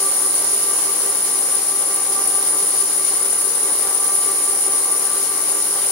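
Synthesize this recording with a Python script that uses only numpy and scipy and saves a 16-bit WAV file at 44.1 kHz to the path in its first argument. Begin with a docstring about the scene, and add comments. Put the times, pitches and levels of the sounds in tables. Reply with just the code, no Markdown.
"""Plastic sheet workshop machinery

Steady running, heard across the hall. A fan drones on its throbbing blade tone over a roar of air,
swelling when it labours; a slow shaft hums and motors sing beside it. Above them a shrill, rough
whine rides on a hiss, probably air forced through a narrow gap."""
import sys
import numpy as np
from scipy import signal
from scipy.fft import rfft, irfft, next_fast_len
from scipy.io import wavfile
from scipy.ndimage import uniform_filter1d, map_coordinates

SR = 44100
rng = np.random.default_rng(int(sys.argv[2]) if len(sys.argv) > 2 else 0)


def wrap_up_sound(samples):
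    """Save the sound to the file named by the first command line argument, as 16-bit audio."""
    columns = np.atleast_2d(samples).T
    # keep every value between -1 and 1, then stretch to whole-number steps
    tamed = np.clip(columns, -1, 1)
    steps = np.round(tamed * 32767).astype(np.int16)
    wavfile.write(sys.argv[1], SR, steps)


N = 260631


def amp(db):
    """Decibels to gain."""
    return 10 ** (np.asarray(db) / 20)


def unit(x):
    """Scale to rms 1."""
    return x / np.sqrt(np.mean(np.abs(x) ** 2) + 1e-20)


def along(points, hz):
    """Interpolate (Hz, value) points on a log frequency axis."""
    points_hz, values = np.transpose(points)
    return np.interp(np.log(hz + 1), np.log(points_hz + 1), values)


def curves(rows):
    """One value per sample for each column after the time."""
    times_s, *columns = np.transpose(rows)
    return [np.interp(np.arange(N) / SR, times_s, column) for column in columns]


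def wobble(rate_hz):
    """Smooth random curve of rms 1, with rate_hz knots a second."""
    steps = np.arange(0, N, 64)
    coarse = map_coordinates(rng.standard_normal(1000), [steps * rate_hz / SR], mode="wrap")
    return unit(np.interp(np.arange(N), steps, coarse))


def filtered(x, response):
    """Apply a frequency response, given as a function of Hz."""
    size = next_fast_len(N + SR // 4)
    return irfft(rfft(x, size) * response(np.fft.rfftfreq(size, 1 / SR)), size)[..., :N]


def panned(pan_db):
    """Stereo gains for a left-minus-right level difference."""
    return amp(np.array([[.5], [-.5]]) * pan_db)


def from_left(x, lead_ms):
    """The sound reaches the left ear first."""
    return filtered(x, lambda hz: np.exp(1j * np.pi * hz * lead_ms / 1000 * np.array([[1], [-1]])))


def turning(hz):
    """Running phase in radians of a changing frequency."""
    return 2 * np.pi * np.cumsum(hz) / SR


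def cycle(hz, crest_s):
    """Steady rotation whose real part crests at crest_s."""
    return np.exp(2j * np.pi * hz * (np.arange(N) / SR - crest_s))


def hall(x, t60_s, wet_db, channels):
    """Wall reflections comb a steady sound into fine peaks and dips; rms is preserved."""
    t = np.arange(SR // 2) / SR
    tail = rng.standard_normal((channels, len(t))) * amp(-60 * t / t60_s)
    tail *= amp(wet_db) / np.linalg.norm(tail, axis=1, keepdims=True)
    wrapped = np.pad(x, ((0, 0), (len(t) - 1, 0)), mode="wrap")
    heard = x + signal.fftconvolve(wrapped, tail, mode="valid", axes=1)
    return heard * x.std(axis=1, keepdims=True) / heard.std(axis=1, keepdims=True)


def rush(spectrum, patchy_db):
    """Rushing air: stereo noise of rms 1 with random gain patches in time and frequency."""
    # Each row: frequency in Hz, left-right correlation.
    correlation = [(40, 0.4), (130, 0.36), (290, 0.96), (640, 0.91), (1400, 0.61), (2300, 0.43),
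                   (3300, 0.058), (6000, -0.26)]
    bins = signal.stft(rng.standard_normal((2, N)), nperseg=512)[2]
    patches = uniform_filter1d(rng.standard_normal(bins.shape[1:]), size=24, axis=0)
    patches = uniform_filter1d(patches, size=10, axis=1)
    noise = signal.istft(bins * amp(patchy_db * unit(patches)), nperseg=512)[1][:, :N]

    def mid_side_gains(hz):
        width_rad = np.arccos(np.clip(along(correlation, hz), -1, 1)) / 2
        return amp(along(spectrum, hz)) * [np.cos(width_rad), np.sin(width_rad)]

    mid, side = filtered(noise, mid_side_gains)
    return unit(np.array([mid + side, mid - side]))


def tone(phase, flutter, rate_hz, spread):
    """Tone of rms 1, fluttering in level and phase; spread adds flutter opposed between the ears."""
    scatter = lambda: (wobble(rate_hz) + 1j * wobble(rate_hz)) / np.sqrt(2)
    envelope = 1 + flutter * scatter() + spread * np.array([[1], [-1]]) * scatter()
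    carrier = np.exp(1j * (phase + rng.uniform(0, 2 * np.pi)))
    return unit(np.real(envelope * carrier))


def harmonics(phase, levels, flutter, rate_hz, spread):
    """Fluttering tones on whole multiples of one rotation."""
    return sum(amp(db) * tone(round(multiple) * phase, flutter, rate_hz, spread)
               for multiple, db in levels)


def load(second_harmonic=False):
    """How hard the fan labours, in smooth swells: 0 running free, 1 in a full surge."""
    # Each row: crest in seconds, length in seconds, strength, strength for the second harmonic.
    surges = [(0.02, 0.46, 1.0, 1), (0.75, 0.35, 0.55, 0), (1.45, 0.4, 0, 0.85), (2.24, 0.7, 1.0, 1.55),
              (3.88, 0.25, 0.45, 0.75), (4.22, 0.55, 1.3, 1.0), (4.75, 0.45, 0.4, 0.9),
              (5.15, 0.75, 0.85, 0), (5.91, 0.35, 0, 0.8)]
    t = np.arange(N) / SR
    return sum((second if second_harmonic else strength) * np.exp(-(2 * (t - crest_s) / length_s) ** 2)
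               for crest_s, length_s, strength, second in surges)


def roar():
    """Air from the fan fills the hall, slightly louder in each surge."""
    # Each row: frequency in Hz, relative spectral density in dB.
    spectrum = [(20, -60), (55, -23), (95, -14), (170, -8.5), (260, -4.5), (330, 1.0), (430, 2), (520, 1.5),
                (680, 0.5), (800, 2.5), (1050, 0), (1300, -0.9), (1600, -3), (2400, -10.5), (5000, -38)]
    level_db = -36 + 0.3 * load() + 0.4 * wobble(30)
    return amp(level_db) * hall(rush(spectrum, patchy_db=0.9), t60_s=0.29, wet_db=-13, channels=1)


def motors():
    """Shaft and windings hum at steady pitches; the fast motor sways in level and rises under load."""
    # Each row: multiple of the rotation rate, level in dB.
    shaft_levels = [(4, -70.5), (9, -59.5), (10, -63), (12, -60), (15, -51), (16, -57), (21, -50.5),
                    (22, -59.5), (24, -58.5), (25, -58.5), (26, -55.5), (30, -56), (38, -57.5), (51, -58),
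                    (53, -52), (67, -57.5)]
    motor_levels = [(1, -48.5), (2, -53.5), (3, -76)]
    # Mains hum, other machines and their windings. Each row: frequency in Hz, level in dB, pan in dB.
    steady_tones = [(100, -66, 1), (150, -65, 1), (298, -55.5, 1), (348, -57.5, 1), (359, -58.5, 1),
                    (435, -57.5, 1), (495, -56.5, 1), (542, -57.5, 1), (589, -58.5, 1), (858, -55, 2),
                    (894, -56.5, 1), (3819, -57.5, -1), (4060, -56, -2), (4182, -55.5, 9), (4302, -61, 6)]
    shaft_hz, motor_hz = 21.04, 1092.5
    surge_db, sway_db = 1, 3
    rad_per_hz = 2 * np.pi * np.arange(N) / SR
    shaft = harmonics(shaft_hz * rad_per_hz, shaft_levels, flutter=0.3, rate_hz=7, spread=0.083)
    motor = harmonics(motor_hz * rad_per_hz, motor_levels, flutter=0.23, rate_hz=7.4, spread=0.64)
    motor *= amp(surge_db * load() + sway_db * cycle(hz=1.76, crest_s=0.29).real)
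    hum = sum(amp(db) * panned(pan_db) * tone(hz * rad_per_hz, flutter=0.43, rate_hz=6, spread=0.072)
              for hz, db, pan_db in steady_tones)
    return shaft + motor + hum


def fan():
    """The blade tone swells under load, throbs with the rotor and, more slowly, probably with a belt."""
    # Each row: multiple of the blade rate, level in dB, change in a full surge in dB,
    # rotor throb in dB, belt throb in dB, flutter depth.
    blade_tones = [(1, -43.7, 1, 1.0, 1.5, .12), (2, -49.6, 6.4, 0.3, 0.8, 0.1),
                   (3, -44, 5.8, 3.1, 3.5, 0.18), (4, -52.5, 1, 0, 0.5, 0.7),
                   (5, -53.2, -0.5, 0.9, 0.9, 0.6)]
    # Side tones that make the blade tone beat and throb, from the fan's own rotor and belt and from
    # nearby machines. Each row: offset in Hz, relative level in dB, first crest in seconds.
    beating_tones = [(-10.86, -15, .08), (-4.66, -17, .035), (5.82, -6, .034), (7.75, -12, .03),
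                     (9.66, -11, .04), (21.74, -14, .033)]
    blade_hz, blade_count, speed_drift = 391.4, 36, 0.00028
    belt_swing_rad = 0.04  # the fan runs slightly faster at each belt crest
    rotor = cycle(blade_hz / blade_count, crest_s=0.069).real
    belt = cycle(hz=4.72, crest_s=0.05)
    blade_phase = turning(blade_hz * (1 + speed_drift * wobble(1.94))) + belt_swing_rad * belt.imag
    beating = 1 + sum(amp(db) * cycle(offset_hz, crest_s) for offset_hz, db, crest_s in beating_tones)
    drone = 0
    for multiple, db, surge_db, rotor_db, belt_db, flutter in blade_tones:
        order = round(multiple)
        effort = load(second_harmonic=order == 2)
        beat = beating if order == 1 else 1
        gain = amp(db + surge_db * effort + rotor_db * rotor + belt_db * belt.real) * np.abs(beat)
        drone += gain * tone(order * blade_phase + np.angle(beat), flutter, rate_hz=38, spread=0.12)
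    return drone


def gap_resonances():
    """Turbulence rings the gap's modes; rms 1, unrelated at the two ears."""
    # Each row: centre in Hz, width in Hz, relative level in dB, pan in dB.
    modes = [(5240, 300, -19.5, 2), (6900, 480, -17, 2.5), (8575, 380, -12.3, 2), (9750, 370, 0, 1),
             (10280, 760, -12, 2)]

    def response(hz):
        peaks = (amp(db) * panned(pan_db) / (1 + (2 * (hz - centre_hz) / width_hz) ** 2)
                 for centre_hz, width_hz, db, pan_db in modes)
        return np.sqrt(sum(peak ** 2 for peak in peaks))

    return unit(filtered(rng.standard_normal((2, N)), response))


def jet():
    """Escaping air hisses and excites the gap's resonances; both follow the flow."""
    # Each row: frequency in Hz, relative spectral density in dB.
    spectrum = [(1200, -20.5), (2150, -2.5), (2550, -7), (2950, 0), (3350, -2.5), (3800, -1.5), (4300, 1.5),
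                (5300, 2.5), (6100, 4.5), (7800, 1), (9100, 1.5), (11000, 4), (12300, 3), (14000, 0.5),
                (15800, -0.5)]
    # Each row: time in seconds, gain of the flow noise in dB.
    flow = [(0, -32.5), (.65, -32), (1.7, -33), (3.8, -33), (4.9, -33.5), (5.91, -32.5)]
    flow_db, = curves(flow)
    hiss = hall(rush(spectrum, patchy_db=1.0), t60_s=0.18, wet_db=-1.5, channels=2)
    hiss *= amp(6.5) * panned(1.0)
    ring_gain = amp(12.5 + 0.16 * wobble(16))
    ringing = ring_gain * hall(gap_resonances(), t60_s=0.22, wet_db=-3, channels=2)
    return amp(flow_db + 0.55 * wobble(30)) * (hiss + ringing)


def whistle(pitch_hz, scatter_hz, rate_hz):
    """Edge tone shaken in pitch by turbulence: mostly direct on the left, mostly reflected on the right."""
    voice = np.sin(turning(pitch_hz + scatter_hz * wobble(rate_hz)))[None]
    left = hall(voice, t60_s=0.36, wet_db=-2, channels=1)
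    right = hall(voice, t60_s=0.2, wet_db=6, channels=1)
    return unit(np.vstack([left, right]))


def whine():
    """The air whistles at two gap resonances; the main whistle jumps up, sags and finally frays."""
    # Each row: time in seconds, level in dB, pan in dB.
    main_levels = [(0, -21, 3), (.4, -21.5, -1), (.8, -23.5, 0), (1.6, -23.5, 8), (2.3, -20.5, 1.5),
                   (3.1, -21, 5.5), (3.7, -21.5, 5), (4.9, -20, 2), (5.15, -27, 12), (5.91, -27, 8)]
    # Each row: time in seconds, pitch in Hz, rms pitch scatter in Hz.
    main_pitches = [(0, 9700, 48), (.45, 9690, 65), (.6, 9745, 38), (1.0, 9730, 38), (1.7, 9710, 38),
                    (3.3, 9698, 38), (4.4, 9708, 40), (5.2, 9680, 70), (5.91, 9690, 85)]
    # Each row: time in seconds, level in dB.
    lower_levels = [(0, -42), (2.1, -40.5), (3.2, -41.5), (4.5, -34.5), (5.0, -43), (5.91, -41)]
    main_db, pan_db = curves(main_levels)
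    pitch_hz, scatter_hz = curves(main_pitches)
    lower_db, = curves(lower_levels)
    main = amp(main_db + 0.3 * wobble(23.7)) * whistle(pitch_hz, scatter_hz, rate_hz=170)
    lower = amp(lower_db + 3.6 * wobble(18)) * whistle(pitch_hz=8568, scatter_hz=22.8, rate_hz=100)
    return panned(pan_db) * main + panned(8.3) * lower


def scene():
    """All machines run at once, slightly left of centre."""
    machines = panned(0.61) * from_left(fan() + motors() + roar(), lead_ms=0.034)
    return machines + whine() + jet()


def record(dry):
    """Brick-wall low-pass."""
    cutoff_hz = 15800
    return filtered(dry, lambda hz: hz < cutoff_hz)


dry = scene()
out = record(dry)
wrap_up_sound(out)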